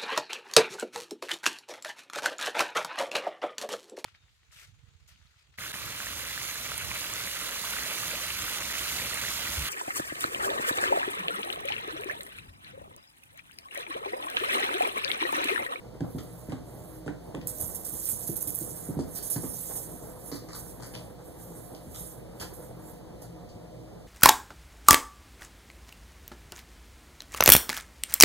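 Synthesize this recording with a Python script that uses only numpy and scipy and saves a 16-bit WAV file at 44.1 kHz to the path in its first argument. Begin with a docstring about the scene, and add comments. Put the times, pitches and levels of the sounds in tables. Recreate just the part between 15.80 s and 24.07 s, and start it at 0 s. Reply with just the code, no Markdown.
"""Soft thumps and gritty scrapes of kittens scuffling on a bathroom floor, crackles at the right, over house hum and air.
Paws push the floor and ring its modes; claws and toys are rough noise through resonances, and tiled walls answer both.
A finger shifting over the casing by the right microphone port is hissing noise with sharp ticks.
The camera widens its stereo by taking a late copy of each channel from the other."""
import sys
import numpy as np
from scipy import signal
from scipy.fft import rfft, irfft, next_fast_len
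from scipy.io import wavfile
from scipy.ndimage import uniform_filter1d, map_coordinates

SR = 44100
rng = np.random.default_rng(int(sys.argv[2]) if len(sys.argv) > 2 else 0)


def bounce(signal):
    """Save signal as a 16-bit WAV file at the path given by the first command-line argument."""
    frames = np.transpose(np.atleast_2d(signal))
    limited = np.clip(frames, -1, 1)
    pcm = np.round(limited * 32767).astype(np.int16)
    wavfile.write(sys.argv[1], SR, pcm)


N = 364707

# sudden slips of the finger: (time [s], level [dB], held [s])
SLIPS = [(1.669, -35.5, 0.03), (1.7978, -38.5, 0.027), (1.946, -40.5, 0.012), (2.046, -40.5, 0.03),
         (2.254, -57, .004), (2.287, -42, 0.0073), (2.468, -42.5, 0.022), (2.556, -39.5, 0.015),
         (2.606, -40.5, 0.02), (2.672, -33, 0.004), (2.743, -40.5, 0.028), (2.786, -52, 0.0054),
         (3.34, -62, 0.011), (3.35, -39.5, 0.013), (3.4251, -36, 0.051), (3.499, -30.5, 0.041),
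         (3.7345, -51, 0.024), (3.957, -46, 0.011), (4.7511, -43.5, 0.048), (6.5994, -49, 0.0072),
         (6.61, -53, .01), (6.7326, -50.5, .01), (7.416, -52.5, .01)]


def amp(db):
    """Decibels to gain."""
    return 10 ** (np.asarray(db) / 20)


def unit(x):
    """Scaled to rms 1 over all channels."""
    return x / np.sqrt(np.mean(x ** 2) + 1e-20)


def along(points, hz):
    """Reads a curve of (Hz, value) points on a log frequency axis."""
    f, v = np.transpose(points)
    return np.interp(np.log(hz + 1), np.log(f + 1), v)


def filtered(x, response):
    """Shapes x by a complex response of frequency."""
    n = x.shape[-1]
    padded = next_fast_len(n + 8192)
    spectrum = rfft(x, padded) * response(np.fft.rfftfreq(padded, 1 / SR))
    return irfft(spectrum, padded)[..., :n]


def peak(f, hz, width):
    """Response of one causal resonance with its centre and width in Hz."""
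    return 1j * f * width / (hz * hz - f * f + 1j * f * width)


def modes(f, table, extra_db=0):
    """A body's resonances with alternating polarity, each with a new random strength."""
    gain = amp(np.transpose(table)[2] + extra_db + rng.normal(0, 2.5, len(table)))
    return sum((-1) ** k * gain[k] * peak(f, hz, width) for k, (hz, width, _) in enumerate(table))


def wobble(rate):
    """A smooth random curve with this many knots a second."""
    knots = rng.standard_normal(int(N * rate / SR) + 4)
    return map_coordinates(knots, [np.arange(N) * rate / SR])


def patchy(x, depth_db):
    """Gives x patches of random gain, about 1.4 kHz by 30 ms, and rms 1."""
    z = signal.stft(x, nperseg=256)[2]
    field = uniform_filter1d(rng.standard_normal(z.shape[1:]), size=8, axis=0)
    field = uniform_filter1d(field, size=10, axis=1)
    return unit(signal.istft(z * amp(depth_db * unit(field)), nperseg=256)[1][:, :N])


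def ports(x):
    """Turns two unrelated signals into left and right: long waves reach both ports alike."""
    # width of room sound: (frequency [Hz], side minus mid [dB])
    apart = [(50, -6), (150, -13.5), (500, -4.5), (1200, 1)]
    # balance of room sound: (frequency [Hz], left minus right [dB])
    lean = [(60, 4), (150, -0.5), (380, -1), (950, -10), (2380, 13), (5980, -19), (15000, -14)]
    mid, side = filtered(x, lambda hz: np.array([1 + 0 * hz, amp(along(apart, hz))]))
    left_right = np.array([mid + side, mid - side])
    return filtered(left_right, lambda hz: amp(along(lean, hz) * np.array([[.5], [-.5]])))


def add(track, s, sound):
    """Mixes a sound into the track at time s."""
    part = track[..., round(s * SR):][..., :sound.shape[-1]]
    part += sound[..., :part.shape[-1]]


def dying(t, t60, rise):
    """An envelope with a quick rise and an exponential fall of 60 dB in t60."""
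    return (1 - np.exp(-t / rise)) * amp(-60 * t / t60)


def house():
    """Air noise and resonated-noise tones, a wavering motor sine, and the hiss of each capsule."""
    # spectrum of the air noise: (frequency [Hz], relative density [dB per Hz])
    air_spectrum = [(18, -72), (34, -6), (86, 0), (125, 2), (316, -5), (351, -4), (490, -5), (535, -11),
                    (605, -9), (1030, -20.5), (2000, -32), (2600, -43.5), (4400, -120)]
    # wavering tones of the house, the motor first: (frequency [Hz], width [Hz], level [dB])
    hum = [(55.9, 2, -55), (120.1, 9.4, -53), (170.4, 12.5, -53), (290.5, 25, -64), (316.6, 12.6, -57),
           (472, 14, -62.5), (502, 7.8, -60), (618, 7.7, -65), (711.1, 14.5, -66.5), (544.2, 17, -64)]
    # spectrum of the capsule noise: (frequency [Hz], relative density [dB per Hz])
    hiss_spectrum = [(300, 21.5), (1500, -5), (2500, 2.5), (5000, 1), (10000, 2), (16000, -3)]
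    # slow course of the air noise: (time [s], level [dB])
    draught_course = [(0, -49), (3.1, -46.5), (7, -48.5), (8.27, -49.5)]

    def noise():
        return rng.standard_normal((2, N))

    air = unit(filtered(noise(), lambda hz: amp(along(air_spectrum, hz))))
    s, db = np.transpose(draught_course)
    draught = amp(np.interp(np.arange(N) / SR, s, db) + 1.1 * wobble(3.74))
    tones = sum(amp(db) * unit(filtered(noise(), lambda f: peak(f, hz, width) ** 2))
                for hz, width, db in hum[1:])
    hz, width, db = hum[0]
    motor_hz = hz + width / 4 * wobble(2.71)
    motor = amp(db + wobble(1.43)) * np.sin(2 * np.pi * np.cumsum(motor_hz) / SR)
    hiss = unit(filtered(noise(), lambda hz: amp(along(hiss_spectrum, hz))))
    around = ports(draught * patchy(air, depth_db=1.68) + tones)
    return around + motor * amp([[3.5], [1]]) + amp(-58.0) * hiss


def paws():
    """Each landing pushes the floor once, then shakes it: a dull thump at its centre and the modes near it."""
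    # paws landing: (time [s], level [dB], centre [Hz])
    thuds = [(0.206, -22.5, 152), (0.213, -22.5, 273), (0.348, -23.5, 145), (0.357, -31, 272),
             (0.382, -31, 335), (0.687, -26.5, 155), (0.723, -23.5, 278), (1.263, -26, 258),
             (1.282, -26, 278), (1.311, -37, 280), (1.545, -27.5, 293), (1.572, -30, 274),
             (1.826, -29.5, 97), (2.325, -33.5, 90), (2.49, -22, 212), (2.669, -31, 133), (2.81, -28, 203),
             (2.909, -34, 129.8), (3.088, -21.5, 168), (3.107, -31, 258), (3.169, -20, 160),
             (3.19, -20, 277), (3.559, -21.5, 185), (3.582, -31.5, 270), (3.634, -26, 296),
             (3.898, -34.5, 500), (4.516, -29, 345), (4.524, -34, 287), (4.545, -34, 300),
             (5.939, -40.5, 470), (6.069, -34, 122), (6.61, -34.5, 78.1)]
    # modes of the floor: (frequency [Hz], width [Hz], level [dB])
    floorboard = [(84.5, 7.9, 3.5), (128, 23.6, 0.5), (178.3, 57, -1), (190.7, 12.5, -0.5), (271, 20, -2),
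                  (293, 21.7, 3.5), (341, 48, -4), (379, 220, -6), (475, 22, -4.5), (800, 85, -29)]
    push_cycles = 0.34  # a paw presses for this part of a cycle of its centre frequency
    shake_t60_s = 0.18
    out, t = np.zeros((2, N)), np.arange(SR // 2) / SR
    for s, db, hz in thuds:
        shake = rng.standard_normal((2, len(t))) * dying(t, shake_t60_s, 0.0005) / 7
        push = np.sin(np.pi * (t * hz / push_cycles).clip(0, 1)) ** 2
        add(shake[0], 0, 1.44 * push * hz / 280)
        # modes far from the centre are weaker
        near_db = -4.2 * np.log2(np.transpose(floorboard)[0] / hz) ** 2
        spot = amp(rng.normal(0, 0.46))  # each spot of the floor rings a little higher or lower

        def floor(f):
            return modes(f / spot, floorboard, near_db) + amp(-6.5) * peak(f, hz, hz / 3)

        ring = filtered(shake, floor)
        ring[1] -= 0.2 * ring[0]  # a little of the push, inverted, tips the balance between the ports
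        add(out, s, ring / np.abs(ring[0]).max() * amp(db))
    return ports(out)


def scuffs():
    """Short lumpy scrapes after a snap at first touch, through the hollow body and the bright claw tips."""
    # claws and toys scraping the floor: (time [s], level [dB], t60 [s],
    #   brightness of the body [dB per octave], grit over body [dB], snap over scrape [dB])
    scrapes = [(0.206, -33, 0.046, -4, -18, 18.5), (0.242, -30, 0.13, -8.5, -33, 10),
               (0.384, -36, 0.15, 14.5, -5, 12), (0.695, -37, 0.22, 11, -11.5, 13),
               (0.72, -25.5, 0.089, -1, -23, 16), (1.261, -36, 0.082, 5, -6, 3),
               (1.278, -25, 0.077, 0, -27, 17.5), (1.548, -31, 0.051, 6, -12, 18.5),
               (1.613, -44.5, 0.16, 11.5, -8.5, 20.5), (3.189, -31.5, 0.2, 9, -5.5, 6),
               (3.359, -40.5, 0.4, 3, -3.5, 5), (3.559, -27, 0.098, 0, -10, 8),
               (3.638, -31, 0.13, 6, -18, 12), (3.899, -34, 0.19, -3, -27, -7),
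               (4.515, -35.5, 0.3, 16, -4, 10), (4.686, -35.5, 0.2, 12, -7.5, 8),
               (4.729, -31, 0.19, 3, -3.5, 3), (4.746, -33.5, 0.11, 11, -4, 6),
               (4.998, -29.5, 0.11, -2, -22, 8), (5.022, -35.5, 0.24, 9, -5, 10),
               (5.137, -37, 0.21, -9, -1.5, 4), (5.589, -39, 0.097, 12, -10, -3),
               (5.947, -42.5, 0.1, -20, -2, 10), (6.142, -39, 0.36, 4, -0.5, -6),
               (6.597, -32, 0.13, -1, 0, -2), (6.61, -25, 0.18, 4, -12, 8), (7.418, -43, 0.16, -14, -2, 5),
               (7.688, -49, 0.14, -1, -2, 4)]
    # body of what is scraped: (frequency [Hz], width [Hz], level [dB])
    toy = [(523, 230, 0), (912, 335, 1.5), (1250, 214, 1), (1414, 570, 0.5), (1780, 1730, -6)]
    # claw tips: (frequency [Hz], width [Hz], level [dB])
    claw_tips = [(3040, 1580, 3.5), (3580, 3000, 1.5), (4410, 1560, 0), (7370, 1400, -2.5),
                 (9900, 1000, -3)]
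    out, t = np.zeros((2, N)), np.arange(SR // 3) / SR
    for s, db, t60, tilt_db, grit_db, snap_db in scrapes:
        spot = amp(rng.normal(0, 0.49))  # each grip shifts the body's ring a little
        # a new random gain every 90 samples, about 2 ms
        lumps = amp(3.6 * rng.standard_normal(len(t) // 90 + 1).repeat(90)[:len(t)])
        snap = amp(snap_db) * dying(t, 0.0086, 0.0011)
        rough = rng.standard_normal((2, len(t))) * (lumps * dying(t, t60, 0.0045) + snap)
        bright_db = tilt_db * np.log2(np.transpose(toy)[0] / 1100)

        def hollow(f):
            soft = (1 + 1j * f / 2600) ** 2  # the soft body loses treble
            return modes(f / spot, toy, bright_db) / soft

        body = filtered(rough, hollow)
        grit = filtered(rough, lambda f: modes(f, claw_tips))
        add(out, s, (body + amp(grit_db) * grit) * amp(db))
    return out


def room(x):
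    """The tiled walls answer with a short dying tail of noise."""
    t60_s, level_db, delay_s = 0.31, -4.5, 0.0066
    t = np.arange(SR // 2) / SR
    tail = rng.standard_normal((2, len(t))) * amp(-60 * t / t60_s) * (t > delay_s)
    tail /= np.linalg.norm(tail[0])
    return x + amp(level_db) * signal.fftconvolve(x, tail, axes=1)[:, :N]


def strokes():
    """Level of the rubbing: each stroke swells, drifts from its first to its last level, and fades."""
    # strokes of the finger: (full pressure from [s], held [s], level at first [dB], level at last [dB])
    rubs = [(.31, 0.35, -56.5, -55), (.9, 0.26, -55.5, -55), (1.45, 0.059, -61.5, -63),
            (1.79, 0.18, -38.5, -42), (2.1, 0.22, -38.5, -30), (2.422, 0.058, -40, -37.5),
            (2.573, 0.15, -42.5, -44.5), (2.81, 0.28, -39, -43), (3.38, 0.013, -35, -41),
            (3.633, 0.34, -38.5, -34.5), (4.02, 0.28, -45.5, -49), (4.47, 0.094, -41.5, -47),
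            (4.76, 0.14, -51.5, -45), (5.07, 0.22, -49.5, -59), (5.48, 0.016, -52, -57.5),
            (5.6, 0.041, -51, -48), (5.76, 0.28, -48, -60), (6.195, 0.13, -39, -46),
            (6.61, 0.074, -51.5, -55), (6.75, 0.096, -56, -51), (7.06, 0.029, -52, -47.5),
            (7.43, .02, -59, -66)]
    press_db_per_s, lift_db_per_s = 178, 165
    t, total = np.arange(N) / SR, np.zeros(N)
    for s, held, first_db, last_db in rubs:
        drift_db = np.interp(t, [s, s + held], [first_db, last_db])
        swell_db = -press_db_per_s * (s - t).clip(0)
        fade_db = -lift_db_per_s * (t - s - held).clip(0)
        total += amp(drift_db + swell_db + fade_db)
    return total


def sticking():
    """Gain of the rubbing: skin holds still before it slips, so the level sinks and is back as the slip starts."""
    stick_s, stick_db = 0.017, 1.5  # time constant and depth of one dip
    dip_db, before = np.zeros(N), np.arange(SR // 8, 0, -1) / SR
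    for s, _, _ in SLIPS:
        add(dip_db, s - before[0], -stick_db * np.exp(-before / stick_s))
    return amp(dip_db)


def slips():
    """Level of the slips: each starts at once, holds a moment and dies."""
    rise_s, t60_s = .0015, 0.19
    out, t = np.zeros(N), np.arange(SR // 4) / SR
    for s, db, held in SLIPS:
        fall_db = -60 * (t - held).clip(0) / t60_s
        add(out, s, amp(db + fall_db) * (1 - np.exp(-t / rise_s)))
    return out


def finger():
    """Skin ridges catch on the casing: dense noise with sharp ticks, coloured by the port's resonance."""
    # colour of the rubbing: (frequency [Hz], relative density [dB per Hz])
    port = [(1500, -27.5), (4500, -26.5), (6500, -10.5), (9000, -2.5), (11200, 0.5), (13000, -3),
            (16000, -9)]
    # how sharply the skin catches: (time [s], relative level of small ticks [dB])
    sharpness = [(0, 4), (2.9, 2), (3.25, 0), (8.27, -21)]
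    slipping = slips()
    flutter = amp(0.58 * wobble(30) + 0.69 * wobble(150))
    level = strokes() * sticking() * flutter + slipping
    # ticks a second: they crowd into the slips
    rate = 260 * amp(3.1 * wobble(25)) + 330 * slipping / (level + 1e-9)
    strength = amp(7 * rng.exponential(size=N).clip(0, 1.5))
    ticks = (rng.random(N) < rate / SR) * rng.choice([-1, 1], N) * strength
    crackle = amp(np.interp(np.arange(N) / SR, *np.transpose(sharpness)))
    bright_ticks = unit(np.diff(ticks, prepend=0))  # brighter than the hiss
    near = unit(rng.standard_normal(N) + 0.5 * crackle * bright_ticks)
    far = amp(-5.5) * rng.standard_normal(N) - 0.053 * near  # what the casing carries round to the left port

    def colour(hz):
        duller = amp(-8 * np.log2(hz / 7000 + 0.0089).clip(0, 2))  # the left port loses treble
        return amp(along(port, hz)) * np.array([duller, 1 + 0 * hz])

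    return level * patchy(filtered(np.array([far, near]), colour), depth_db=2.05)


def catches():
    """Single loud ticks at the right port: very short bursts of a high tone."""
    # loudest catches of skin on the casing: (time [s], level [dB])
    loud_ticks = [(1.673, -5), (1.8133, -7), (1.824, -10), (1.8654, -16), (2.2563, -6), (2.29, -4),
                  (2.2949, -11), (2.302, -9), (2.482, -11), (2.5683, -7), (2.5778, -11), (2.6248, -10),
                  (2.6285, -4), (2.6406, -15), (2.706, -13), (2.7507, -7), (2.7581, -10), (2.7893, -7),
                  (2.8195, -15), (3.5053, -18)]
    tick_hz, tick_s = 12100, .0001  # middle pitch, half-width of the bell-shaped burst
    out, t = np.zeros((2, N)), np.arange(-40, 40) / SR
    for s, db in loud_ticks:
        hz = tick_hz * amp(rng.normal(0, 0.22))
        phase = 2 * np.pi * rng.random()
        burst = np.exp(-(t / tick_s) ** 2) * np.cos(2 * np.pi * hz * t + phase)
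        add(out[1], s + t[0], amp(db) * burst)
    return out


def scene():
    """All sources at the two ports; the walls answer the paws and scuffs."""
    return house() + room(paws() + scuffs()) + finger() + catches()


def record(dry):
    """Each channel loses a late copy of the other, which widens the image; then the band limit."""
    # colour of the late copy: (frequency [Hz], level [dB])
    cross = [(100, -12), (1000, -4), (5000, 3.5), (8000, -15), (15000, -23)]
    delay_s, top_hz = 0.0003822, 15600
    late = filtered(dry[::-1], lambda hz: amp(along(cross, hz)) * np.exp(-2j * np.pi * hz * delay_s))
    return filtered(dry - late, lambda hz: hz < top_hz)


dry = scene()
out = record(dry)
bounce(out)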